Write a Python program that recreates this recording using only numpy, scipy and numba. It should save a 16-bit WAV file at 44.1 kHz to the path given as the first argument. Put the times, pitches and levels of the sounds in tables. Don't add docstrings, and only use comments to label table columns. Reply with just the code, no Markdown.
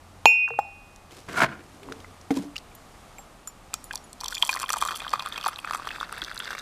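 import sys
import numpy as np
from scipy import signal
from scipy.fft import rfft, irfft
from scipy.io import wavfile
from scipy.ndimage import uniform_filter1d
from numba import njit

SR = 44100
rng = np.random.default_rng(int(sys.argv[2]) if len(sys.argv) > 2 else 0)


def output_pcm(signal):
    pcm = np.clip(np.atleast_2d(signal).T, -1, 1) * 32767
    wavfile.write(sys.argv[1], SR, np.round(pcm).astype(np.int16))


def field_ratio(decibels):
    return 10 ** (np.asarray(decibels, dtype=float) / 20)


N = 291501
T = np.arange(N) / SR

# (frequency [Hz], level per Hz [dB])
KITCHEN_TONE = [(18, -15.5), (36, 2), (47, -6), (100, -9.5), (250, -11.5), (450, -16.5), (800, -12),
                (1000, -16), (1200, -13.5), (1500, -21), (2200, -23.5), (5000, -29.5), (9500, -32),
                (14300, -41), (16000, -58)]
# (frequency [Hz], level [dB], time
# to fall 60 dB [s])
MUG_MODES = [(2497, 0, 1.05), (2735, -4.5, .76), (5346, -29, .47), (5561, -29, .36), (7003, -18, .2),
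             (7607, -37, .35),
             (486, -21, 0.19), (860, -39.5, 1), (4300, -19, 0.075), (10555, -38, 0.35),
                   (11745, -26, .15), (12018, -39, .24), (12650, -38, .13), (13134, -42, .2),
                   (13265, -31, .14), (13597, -31, .11)]
# (time [s], width [s], share of the touch loss [1])
SHADE = [
    (.365, .06, .33),
    (.445, .018, -.2),
    (.5, .04, .3),
]
# (frequency [Hz], loss [dB])
TOUCH_LOSS = [(2500, -11), (2740, -.5), (5400, -6), (14000, -8)]
# (time [s], peak [dB], frequency [Hz], time to fall 60 dB [s])
KNOCKS = [(.2564, 5, 885, 0.017), (.2562, 12, 2900, 0.003), (.2563, -8, 6500, 0.012),
          (.4785, -17, 1490, 0.0081), (.487, -24, 950, 0.013), (.5887, -11, 1260, .011),
          (.505, -10, 1110, 0.003), (.507, -31, 475, 0.15), (.538, -24, 1170, 0.0044),
          (.5888, -6, 812, 0.036), (.506, -26, 760, .02), (1.887, -20.5, 1000, 0.0065),
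          (1.922, -17.5, 1420, 0.0075), (2.045, -35, 2040, 0.025), (2.045, -28, 1300, 0.0097),
          (2.306, -12, 284.3, 0.15), (2.306, -17, 446, 0.07), (2.306, -18.5, 760, 0.037),
          (2.306, -22.5, 2150, 0.021), (2.368, -18, 277, 0.22), (2.372, -28, 1004, 0.033),
          (2.394, -19, 207, 0.033), (2.5642, -15.5, 2820, 0.013), (2.5578, -24, 2600, 0.01),
          (2.56, -36, 1270, .02), (2.716, -41, 2390, 0.018), (3.184, -26, 2320, 0.0068),
          (3.19, -36, 807, 0.045), (6.225, -33.5, 330, 0.04)]
# (time [s], peak [dB], frequency [Hz], time to fall 60 dB [s])
CLICKS = [(0.486, -44.5, 5870, 0.034), (0.2563, -13, 3800, 0.014), (3.742, -39, 7000, 0.22),
          (0.9613, -31, 5700, 0.0036), (1.1095, -36, 3300, 0.0075), (1.922, -30, 2600, 0.015),
          (1.8312, -38, 2930, 0.032), (1.923, -37, 5380, 0.029), (2.0027, -40, 3380, 0.024),
          (2.2128, -40, 6000, 0.015), (2.3065, -34, 3250, 0.01), (2.3416, -28, 3250, 0.0037),
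          (2.5578, -32, 5000, 0.005), (2.5607, -26, 3000, 0.0057), (2.5642, -29.5, 4920, 0.024),
          (2.5807, -22, 4300, 0.0066), (2.5853, -32.5, 4500, 0.011), (2.7506, -36.5, 11700, 0.028)]
# (time
# [s], peak [dB], frequency [Hz], time to fall 60 dB [s])
GROANS = [(1.42, -22.5, 140.3, 0.33), (1.42, -31, 345, 0.42), (1.49, -37, 206, .7), (1.81, -37, 395, 0.28),
          (1.865, -32, 273.5, .3), (1.9, -38, 446.5, 0.31), (2.36, -27.5, 184, 0.29),
          (2.445, -24, 285, .17), (.5, -36.5, 130.5, .6), (.63, -35, 800, .37), (.74, -45, 805, .3)]
# (time [s], peak [dB], frequency [Hz], time to fall 60 dB [s])
TICKS = [(.5888, -54, 7540, .2), (.5888, -59, 5340, 0.45), (.5888, -64, 12100, 0.13), (2.75, -61, 7000, .6),
         (3.184, -40.5, 7520, 0.12), (3.184, -52, 12250, .1), (3.184, -54, 11750, .12),
         (3.475, -27.5, 7120, 0.054), (3.475, -43, 12200, .09), (3.475, -46, 10300, .09),
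         (3.475, -54, 5560, 0.2), (3.74, -51, 5560, .7), (3.97, -54, 5600, 0.27), (3.842, -52, 10800, 0.23),
         (3.842, -46, 11700, 0.11), (4.04, -47, 6920, 0.067), (4.04, -48, 10800, 0.074),
         (3.84, -48, 7000, .1), (4.095, -56, 7100, .1), (4.21, -51, 5600, 0.14), (4.345, -35, 7060, 0.15)]
# (frequency [Hz], width [Hz], level [dB])
COUNTER = [(673, 28, 3.5), (1000, 79, -4), (1406, 68, -0.5), (2130, 37, -10)]
# (time [s], rumble level [dB], dryness [dB], rise [s], fall [s])
SCUFFS = [
    (1.115, -53, 2.5, 0.013, 0.28),
    (1.2, -50.5, -4, 0.035, 0.018),
    (1.301, -51.5, 2, 0.0077, .12),
    (1.72, -54.5, -7, 0.67, 0.28),
    (1.9, -45.5, -29, 0.098, 0.12),
    (2.0, -56.5, -5, 0.27, 0.38),
    (2.309, -20.5, -13, 0.0022, 0.011),
    (2.369, -38.5, -1.5, 0.021, 0.026),
    (2.44, -44, -6.5, 0.12, 0.045),
]
# (time [s], level [dB])
DRAG = [
    (1.275, -69),
    (1.289, -34.5),
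    (1.309, -45.5),
    (1.365, -34),
    (1.377, -24),
    (1.395, -25),
    (1.441, -20),
    (1.471, -41.5),
    (1.62, -56),
]
# (time [s], peak [dB], frequency [Hz])
DRIPS = [(3.4739, -26.5, 7550), (3.4749, -33.5, 1350), (3.74, -27, 4300), (3.7401, -14.5, 6500),
         (3.735, -31, 2600), (3.949, -33, 10500), (3.928, -36, 7000), (3.7396, -24, 1280),
         (3.842, -28, 11100), (3.9115, -31, 2500), (3.9092, -21.5, 1675), (3.933, -32.5, 4340),
         (3.938, -31, 866), (3.9555, -38, 980), (3.9562, -20.5, 6540), (3.969, -42, 3300),
         (3.976, -36.5, 4500), (4.211, -34.5, 1040), (4.13, -32, 6760), (4.2099, -26.5, 5670),
         (4.2424, -24, 6750), (4.2446, -26, 3620), (4.2817, -30.5, 3500), (4.2823, -22, 5230)]
# (lowest [Hz], highest [Hz])
BEAD_HZ = (2000, 4000)
# (time [s], peak [dB], frequency [Hz])
SPRAY = [(4.2046, -38, 5500), (4.2353, -41, 7700), (4.2594, -34.5, 5800), (4.3088, -40.0, 9680),
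         (4.3197, -40, 6200), (4.3329, -40, 7200), (4.3411, -40.5, 6860), (4.3507, -25.5, 6200),
         (4.3683, -42, 6140), (4.3803, -37, 5585), (4.384, -38.5, 8500), (4.3959, -39, 6960),
         (4.4247, -27, 7200), (4.4497, -27, 7540), (4.4724, -29, 9210), (4.4774, -34, 7870),
         (4.4919, -28, 6070), (4.5011, -33.0, 8300), (4.511, -31, 7310), (4.5286, -33, 5870),
         (4.5399, -28.5, 5660), (4.5563, -28, 10610), (4.5714, -40, 5340), (4.592, -34, 7570),
         (4.5996, -26.5, 7150), (4.6142, -36, 8260), (4.6205, -24.5, 8840), (4.6256, -34, 10000),
         (4.6296, -34, 6160), (4.6509, -40, 8840), (4.6932, -26, 10370), (4.7027, -25.5, 6160),
         (4.7236, -26, 8850), (4.731, -20.5, 6800), (4.739, -31, 6650), (4.7601, -38, 8390),
         (4.7687, -30, 9400), (4.7792, -37, 6650), (4.7831, -29, 8790), (4.8088, -37, 9240),
         (4.8151, -26, 8140), (4.8236, -28, 6470), (4.8359, -37, 7740), (4.851, -27.5, 7700),
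         (4.8559, -41, 7110), (4.8646, -39.0, 10410), (4.8756, -29.5, 7140), (4.8863, -41, 7240),
         (4.9, -42, 7230), (4.9084, -38, 6830), (4.9127, -42, 6490), (4.9593, -31, 10300),
         (4.9709, -33.5, 9240), (4.998, -38, 7810),
         (5.0041, -44, 8390), (5.0932, -36.5, 4540), (5.1052, -39, 7550), (5.116, -41.0, 5100),
              (5.1325, -33, 4500), (5.1363, -37, 9410), (5.1945, -39.0, 4380), (5.2606, -36, 9650),
              (5.288, -33, 11220), (5.4116, -39, 5290), (5.439, -34, 4800), (5.4503, -31.5, 5100),
              (5.3782, -35, 4200), (5.46, -35, 5000), (5.4687, -32.5, 4930), (5.4802, -22.5, 9490),
              (5.4884, -32, 10300), (5.4953, -36, 10220), (5.5857, -39.5, 11220), (5.6016, -41, 7960),
              (5.6556, -41.5, 8800), (5.7096, -37.0, 4960), (5.7241, -38.0, 9700), (5.736, -34, 5800),
              (5.7473, -31.0, 7600), (5.751, -45, 5900), (5.7567, -38.5, 7560), (5.7698, -40.0, 7790),
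              (5.7751, -37, 9100), (5.877, -38, 7150), (6.1253, -33, 8270), (6.183, -37, 11000),
              (5.223, -39, 4400), (6.2392, -34, 5700), (6.2474, -33.0, 5340), (6.3451, -35.5, 9600),
              (6.3594, -39.5, 5260), (6.3771, -39, 5920), (6.3917, -31.5, 9700), (6.401, -43, 6890),
              (6.5073, -39.5, 6200), (6.5846, -44, 5540), (6.589, -33.5, 6310), (6.5947, -41.0, 4720)]
# (time [s], peak [dB], frequency [Hz])
BUBBLES = [(4.3245, -24.5, 1460), (5.1325, -20, 1500), (4.4308, -18.5, 975), (4.4917, -18, 1025),
           (4.53, -25, 1610), (4.5708, -20, 1880), (4.6391, -18.5, 1070), (4.6912, -17.5, 1770),
           (4.7029, -17, 1210), (4.737, -19, 1260), (4.7676, -22, 920), (4.8238, -9.5, 1120),
           (4.8355, -25, 1115), (4.8862, -15.5, 1420), (4.9186, -21, 1410), (5.0478, -25, 1520),
           (5.136, -7.5, 1153), (5.462, -10.5, 1180), (5.4842, -15.5, 1216), (5.7093, -12.5, 1300),
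           (5.7346, -16, 1200), (5.7483, -13, 1250), (5.8723, -14.5, 1180), (5.9064, -17, 1800),
           (6.011, -14.5, 1330), (6.1263, -21.5, 1270), (6.2213, -16.5, 1500), (6.475, -21, 1780),
           (6.506, -13, 1463), (6.552, -23, 1280)]
# (time [s], peak [dB], frequency [Hz])
FAINT_BUBBLES = [(4.2555, -32.5, 1060), (4.6143, -34, 1081), (4.7314, -35.0, 1070), (4.739, -23, 1180),
                 (4.8596, -25, 1130), (4.8721, -33.0, 1130), (4.9388, -35, 1210), (4.959, -38, 1290),
                 (5.1566, -27.5, 1150), (5.2039, -31, 1070), (5.2219, -35, 1000), (5.2714, -29, 1160),
                 (5.467, -21, 850), (5.5881, -34, 1100), (5.697, -28, 1500), (5.7572, -31, 1200),
                 (5.7679, -39, 1400), (5.774, -42, 1380), (5.7969, -30.5, 1080), (5.848, -37.0, 1160),
                 (5.9837, -33, 1130), (6.0017, -37.0, 1620), (6.0297, -25, 1260), (6.0941, -30, 1450),
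                 (6.1259, -25, 1280), (6.3671, -29, 1470), (6.4769, -27, 1640), (6.5204, -39, 1660),
                 (6.5301, -24, 1410), (6.5503, -27.0, 1317)]
# (time [s], peak [dB])
GULPS = [(4.2351, -28), (4.5496, -22.5), (4.5626, -21.5), (4.63, -21.5), (4.7607, -22), (4.816, -22),
         (4.8507, -21), (4.893, -24), (4.908, -21), (4.946, -26), (5.0661, -19.5), (5.1479, -23),
         (5.194, -22.5), (5.26, -20), (5.327, -36), (5.378, -23.5), (5.4425, -21), (5.537, -33),
         (5.6466, -16.5), (5.674, -20), (5.7245, -23), (5.821, -22.5), (5.9606, -21), (6.029, -20),
         (6.2722, -21.5), (6.314, -17), (6.4023, -18), (6.4237, -24.5), (6.5226, -24), (6.5817, -17.5)]
# (time [s], peak [dB], frequency [Hz])
BEADS = [(4.3563, -25, 3310), (4.369, -28, 2190), (4.38, -24, 3250), (4.4247, -4.5, 3150),
         (4.4926, -14.5, 2230), (4.631, -27, 2540), (4.6916, -27, 3280), (4.7034, -21, 2650),
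         (4.822, -29.5, 3030), (4.8895, -24, 3100), (4.9127, -33, 3120), (5.003, -32, 2280),
         (5.0795, -26, 2970), (5.196, -24.5, 3660), (5.2607, -28, 3270), (5.3238, -25.5, 3430),
         (5.3784, -24, 2450), (5.4286, -27, 2800), (5.4612, -30, 2690), (5.5595, -27, 3700),
         (5.5884, -25, 2870), (5.7327, -28, 2570), (5.8892, -24, 2820), (6.0023, -27, 3370),
         (6.218, -21.5, 3230), (6.2391, -32, 3940), (6.3772, -24, 4060), (6.401, -22.5, 3270),
         (5.646, -31, 2300)]
# (time [s], peak [dB], frequency [Hz])
FAINT_BEADS = [(4.2593, -32, 3200), (4.3286, -34, 3510), (4.3458, -32, 3250), (4.4662, -35, 3220),
               (4.5285, -25, 4300), (4.5626, -31, 2800), (4.6253, -34, 3100), (4.6398, -34, 2550),
               (4.6604, -34, 2900), (4.7309, -39, 3360), (4.7386, -39, 3300), (4.7852, -32.5, 2820),
               (4.8133, -28, 3250), (4.8746, -35, 3750), (4.9437, -34, 3220), (4.959, -33, 2758),
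               (5.0021, -34.0, 3250), (5.0413, -38, 3050), (5.3591, -34, 3150), (5.4116, -35, 3300),
               (5.4416, -31, 2690), (5.4671, -30.5, 3700), (5.4841, -35, 2860), (5.9133, -33.5, 2600),
               (6.2466, -35, 3380), (6.441, -37.5, 3370), (6.4766, -39, 3400), (5.204, -32, 2500),
               (6.5502, -35.5, 2110), (6.5946, -38.5, 3750)]
# (time [s], level [dB])
FLOW = [
    (4.18, -54),
    (4.3, -44),
    (4.6, -40.5),
    (4.9, -40),
    (5.3, -38),
    (5.6, -40.5),
    (5.75, -38.5),
    (6.1, -40.5),
    (6.61, -35),
]
# (frequency [Hz], width [Hz], level [dB])
WET_MUG = [(2440, 45, 4.5), (3200, 95, 2), (3420, 170, -1.5), (4400, 260, 1), (5900, 400, -9),
           (7200, 200, -8), (7650, 160, -14)]
# (frequency [Hz], width [Hz])
DIPS = [(2310, 90), (2890, 260), (6700, 600)]

STRIKE_S = .2563
FILL = np.clip((T - 4.6) / 2, 0, 1)


def curve(rows, col, off=-120):
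    rows = np.array(rows, float)
    return np.interp(T, rows[:, 0], rows[:, col], left=off, right=off)


def unit(x):
    return x / np.sqrt(np.mean(x ** 2))


def highpass(x, hz):
    return signal.sosfilt(signal.butter(2, hz, "high", fs=SR, output="sos"), x)


@njit
def svf(x, hz, width):
    y, band_state, low_state = np.empty(len(x)), 0., 0.
    for i in range(len(x)):
        g, k = np.tan(np.pi * hz[i] / SR), width / hz[i]
        v = (band_state + g * (x[i] - low_state)) / (1 + g * (g + k))
        band_state = 2 * v - band_state
        low_state = low_state + 2 * g * v
        y[i] = k * v
    return y


def band(x, hz, width):
    return svf(x, np.full(N, 1. * hz), 1. * width)


def rings(rows, glide=0., rough=0., rise=0.000067, size=2048):
    s, db, hz, t60 = np.array(rows, float).T[:, :, None]
    t60 = np.clip(t60, .002, size / SR)
    t = np.arange(size) / SR
    wander = rough * np.cumsum(rng.standard_normal((len(s), size)), axis=1)
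    wave = np.sin(2 * np.pi * hz * t * (1 + glide * np.minimum(t / t60, 1)) + wander)
    wave = wave * field_ratio(db - 60 * t / t60) * (1 - np.exp(-t / rise))
    at = (s * SR).astype(int) + np.arange(size)
    return np.bincount(at.ravel(), wave.ravel(), N + size)[:N]


def walk(rate):
    k = int(SR / rate)
    held = np.repeat(rng.standard_normal(N // k + 1), k)
    return 2.42 * uniform_filter1d(uniform_filter1d(held, k), k)[:N]


def phone_gain_db():
    rest_db, duck_db, creep_s = 2.5, -9.5, 0.71
    pour_duck_db, pour_peak_s, pour_span_s = -3, 11, 0.6
    duck = (T > STRIKE_S) * np.exp(-np.maximum(T - STRIKE_S, 0) / creep_s)
    sag = np.exp(-((T - pour_peak_s) / pour_span_s) ** 2)
    return rest_db + duck_db * duck + pour_duck_db * sag


def fridge():
    hum_db, off_s, fade_db_per_s = -53, 2.2, 130
    phase = 2 * np.pi * 88 * T + 1.2 * walk(6)
    hum = unit(np.sin(phase) * field_ratio(.8 * walk(9)))
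    fade_db = fade_db_per_s * np.maximum(T - off_s, 0)
    return hum * field_ratio(hum_db - 3.5 + phone_gain_db() - fade_db)


def kitchen():
    hz, db = np.transpose(KITCHEN_TONE)
    f = np.arange(N // 2 + 1) * SR / N + 1
    air = irfft(rfft(rng.standard_normal(N)) * field_ratio(np.interp(np.log(f), np.log(hz), db)), N)
    air_db = -52 + 0.63 * walk(2.435) + phone_gain_db()
    return unit(air) * field_ratio(air_db) + fridge()


def struck_wall():
    strike_db, touch_s, touch_len_s = -9.3, .455, .028
    early = T[:2 * SR]
    t = np.maximum(early - STRIKE_S, 0)
    touch = np.clip((early - touch_s) / touch_len_s, 0, 1)
    for s, width, share in SHADE:
        touch = touch + share * np.exp(-((early - s) / width) ** 2)
    wall = 0
    for hz, db, t60 in MUG_MODES:
        loss_db = np.interp(hz, *np.transpose(TOUCH_LOSS)) * touch
        level_db = strike_db + db - 60 * t / t60 + loss_db
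        wall = wall + field_ratio(level_db) * np.sin(2 * np.pi * hz * t)
    return np.pad(wall, (0, N - len(t)))


def contacts():
    knocks = rings(KNOCKS, rough=0.035, rise=0.00049, size=8192)
    clicks = band(rings(CLICKS, rough=0.45, size=4096), 4700, 20000)
    groans = rings(GROANS, rough=0.012, rise=0.021, size=16384)
    ticks = rings(TICKS, rough=0.0027, size=16384)
    return knocks + clicks + groans + ticks


def scuffs(*db):
    s, _, _, rise, fall = np.transpose(SCUFFS)[:, :, None]
    t = T[:int(3 * SR)]
    shape = field_ratio(-20 * np.maximum((s - t) / rise, (t - s) / fall))
    return np.pad(field_ratio(np.array(db)) @ shape, [(0, 0), (0, N - len(t))])


def kettle():
    lift_s, dust_db, dust_fade_db_per_s = 1.434, -12.5, 350
    weight_share, weight_db, scuff_body_db = 0.71, -14, -18
    slips_db = .3 * walk(90)
    grit, dust = (rng.standard_normal(N) * field_ratio(slips_db + 1.93 * walk(500)) for _ in range(2))
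    body = sum(field_ratio(db) * band(grit, hz, 3.5 * width) for hz, width, db in COUNTER)
    body = unit(band(body, 1160, 1370))
    hiss = unit(band(band(dust, 2500, 9700), 2500, 9700))
    rumble = unit(band(band(grit, 130, 300), 410, 490))
    drag_db = curve(DRAG, 1, off=-200)
    hiss_db = drag_db + dust_db - dust_fade_db_per_s * np.maximum(T - lift_s, 0)
    drag = field_ratio(np.array([drag_db + 2.2, hiss_db, weight_share * drag_db + weight_db]))
    _, scuff_db, dry_db, _, _ = np.transpose(SCUFFS)
    scuff = scuffs(scuff_db + scuff_body_db, scuff_db + dry_db, scuff_db)
    return ((drag + scuff) * [body, hiss, rumble]).sum(axis=0)


def drips(lo, hi):
    return [row for row in DRIPS if lo <= row[2] < hi]


def lifted(rows, db, fill_db):
    return [(s, level_db + db + fill_db * FILL[int(s * SR)], hz) for s, level_db, hz in rows]


def lasting(rows, cycles, fill_db=0.):
    rows = np.array(rows, float)
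    fill = np.clip((rows[:, 0] - 4.5) / 2, 0, 1)
    varied_db = 1.6 * rng.standard_normal(len(rows))
    return np.c_[rows, cycles / rows[:, 2] * field_ratio(varied_db + fill_db * fill)]


def spray_bursts():
    drops = drips(BEAD_HZ[1], SR) + lifted(SPRAY, 4.85, 6.5)
    return rings(lasting(drops, 55.0, fill_db=-13.0), rough=0.56, rise=0.0001, size=1024) * field_ratio(4.5)


def large_bubbles(column_hz):
    snap_db, snap_hz, snap_t60_s = -19.5, 3800, 0.004
    gulps = [(s, db, column_hz[int(s * SR)]) for s, db in GULPS]
    large = drips(0, BEAD_HZ[0]) + BUBBLES + gulps + lifted(FAINT_BUBBLES, 3.4, 6.0)
    snaps = rings([(s, db + snap_db, snap_hz, snap_t60_s) for s, db, _ in large], rough=1.0, size=512)
    ringing = lasting(large, 21.8, fill_db=-9.5)
    return rings(ringing, glide=0.0043, rough=0.073, rise=0.00057) * field_ratio(4.5), snaps


def small_beads():
    drops = drips(*BEAD_HZ) + BEADS + lifted(FAINT_BEADS, 3.0, 2.5)
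    return rings(lasting(drops, 33.0, fill_db=1.5), glide=0.12, rough=0.15, rise=0.00025) * field_ratio(5)


def crowd_db(x):
    reach_s, share = 0.018, 0.38
    power = uniform_filter1d(x ** 2, int(reach_s * SR))
    return share * 10 * np.log10(np.abs(power) / np.mean(power[T > FLOW[1][0]]) + 0.12)


def swarm(s, level_db, centre_hz, octaves, spread_db):
    at = np.minimum((s * SR).astype(int), N - 1)
    pitch_chance, level_chance = rng.standard_normal((len(s), 2)).T
    hz = np.clip(centre_hz[at] * 2 ** (octaves * pitch_chance), 400, 13000)
    return np.c_[s, level_db[at] + spread_db * level_chance, hz]


def wet_wall(strikes):
    return sum(field_ratio(db) * svf(strikes, hz + 330 * FILL ** 2, 1. * width) for hz, width, db in WET_MUG)


def mouth_dips(heard):
    for hz, width in DIPS:
        heard = heard - .8 * svf(heard, hz + 200 * FILL ** 2, 1. * width)
    return heard


def water(count=850):
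    air_m, rise_m_per_s = 0.0823, 0.011
    bare_db, pool_db, pool_s, pool_len_s = 0.7, -13, 5.02, 0.044
    column_hz = 343 / 4 / (air_m - rise_m_per_s * np.maximum(T - FLOW[0][0], 0))
    spray = spray_bursts()
    bubbles, snaps = large_bubbles(column_hz)
    beads = small_beads()

    s = rng.uniform(FLOW[0][0], FLOW[-1][0], count)
    gurgle_db = curve(FLOW, 1) + 1.73 * walk(40) + crowd_db(bubbles)
    fizz_db = curve(FLOW, 1) + 1.73 * walk(40) + crowd_db(spray * field_ratio(8.3 * FILL))
    fizz_db = fizz_db + bare_db + pool_db / (1 + np.exp((pool_s - T) / pool_len_s))
    plop_drops = swarm(s, gurgle_db + 5, column_hz, 0.44, 3.0)
    plops = rings(lasting(plop_drops, 16.0), glide=0.42, rough=0.099, size=512)
    overtone_drops = swarm(s, gurgle_db - 5.0, column_hz + 1900, 0.36, 3.4)
    overtones = rings(lasting(overtone_drops, 19.0), rough=0.017, size=512)
    fizz_drops = swarm(s, fizz_db + 5.5, np.full(N, 6500.), 0.39, 4.0)
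    fizz = rings(lasting(fizz_drops, 29.0), rough=0.92, size=512)
    hiss = highpass(spray + fizz + snaps, 3000)

    churn = rng.standard_normal(N) * field_ratio(gurgle_db - 15 + 6.5 * FILL + 1.9 * walk(200))
    slosh = band(churn, 440, 300) * field_ratio(10)
    column = svf(plops + 0.19 * bubbles + 2.5 * churn, column_hz, 540.0) * field_ratio(-2.5) + slosh
    strikes = hiss + 0.55 * beads + 0.83 * overtones + 2.2 * bubbles + 0.077 * plops
    strikes = (strikes + 2.1 * churn * field_ratio(-5.0 * FILL)) * field_ratio(-2.5 * FILL)
    heard = bubbles + beads + 0.56 * plops + column + 2.5 * overtones + hiss
    heard = heard + field_ratio(4.0) * wet_wall(strikes)
    return highpass(mouth_dips(heard), 420)


def room(x, t60=0.43, wet_db=-25):
    t = np.arange(int(.5 * SR)) / SR
    dull = signal.lfilter([.4], [1, -.6], rng.standard_normal(len(t)))
    tail = dull * field_ratio(-60 * t / t60) * (t > .004)
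    tail = tail / np.sqrt(np.sum(tail ** 2))
    return x + field_ratio(wet_db) * signal.fftconvolve(np.clip(x, -.4, .4), tail)[:N]


def scene():
    tone = kitchen()
    small = highpass(struck_wall() + contacts() + water(), 170)
    return (room(small + kettle()) + tone)[None]


def band_limit(x):
    return signal.sosfilt(signal.butter(12, 16280, fs=SR, output="sos"), x)


def record(dry):
    top = signal.sosfilt(signal.ellip(6, .5, 50, 14800, fs=SR, output="sos"), dry)
    mix = np.clip(top, -1, 1)
    return band_limit(mix)


dry = scene()
out = record(dry)
output_pcm(out)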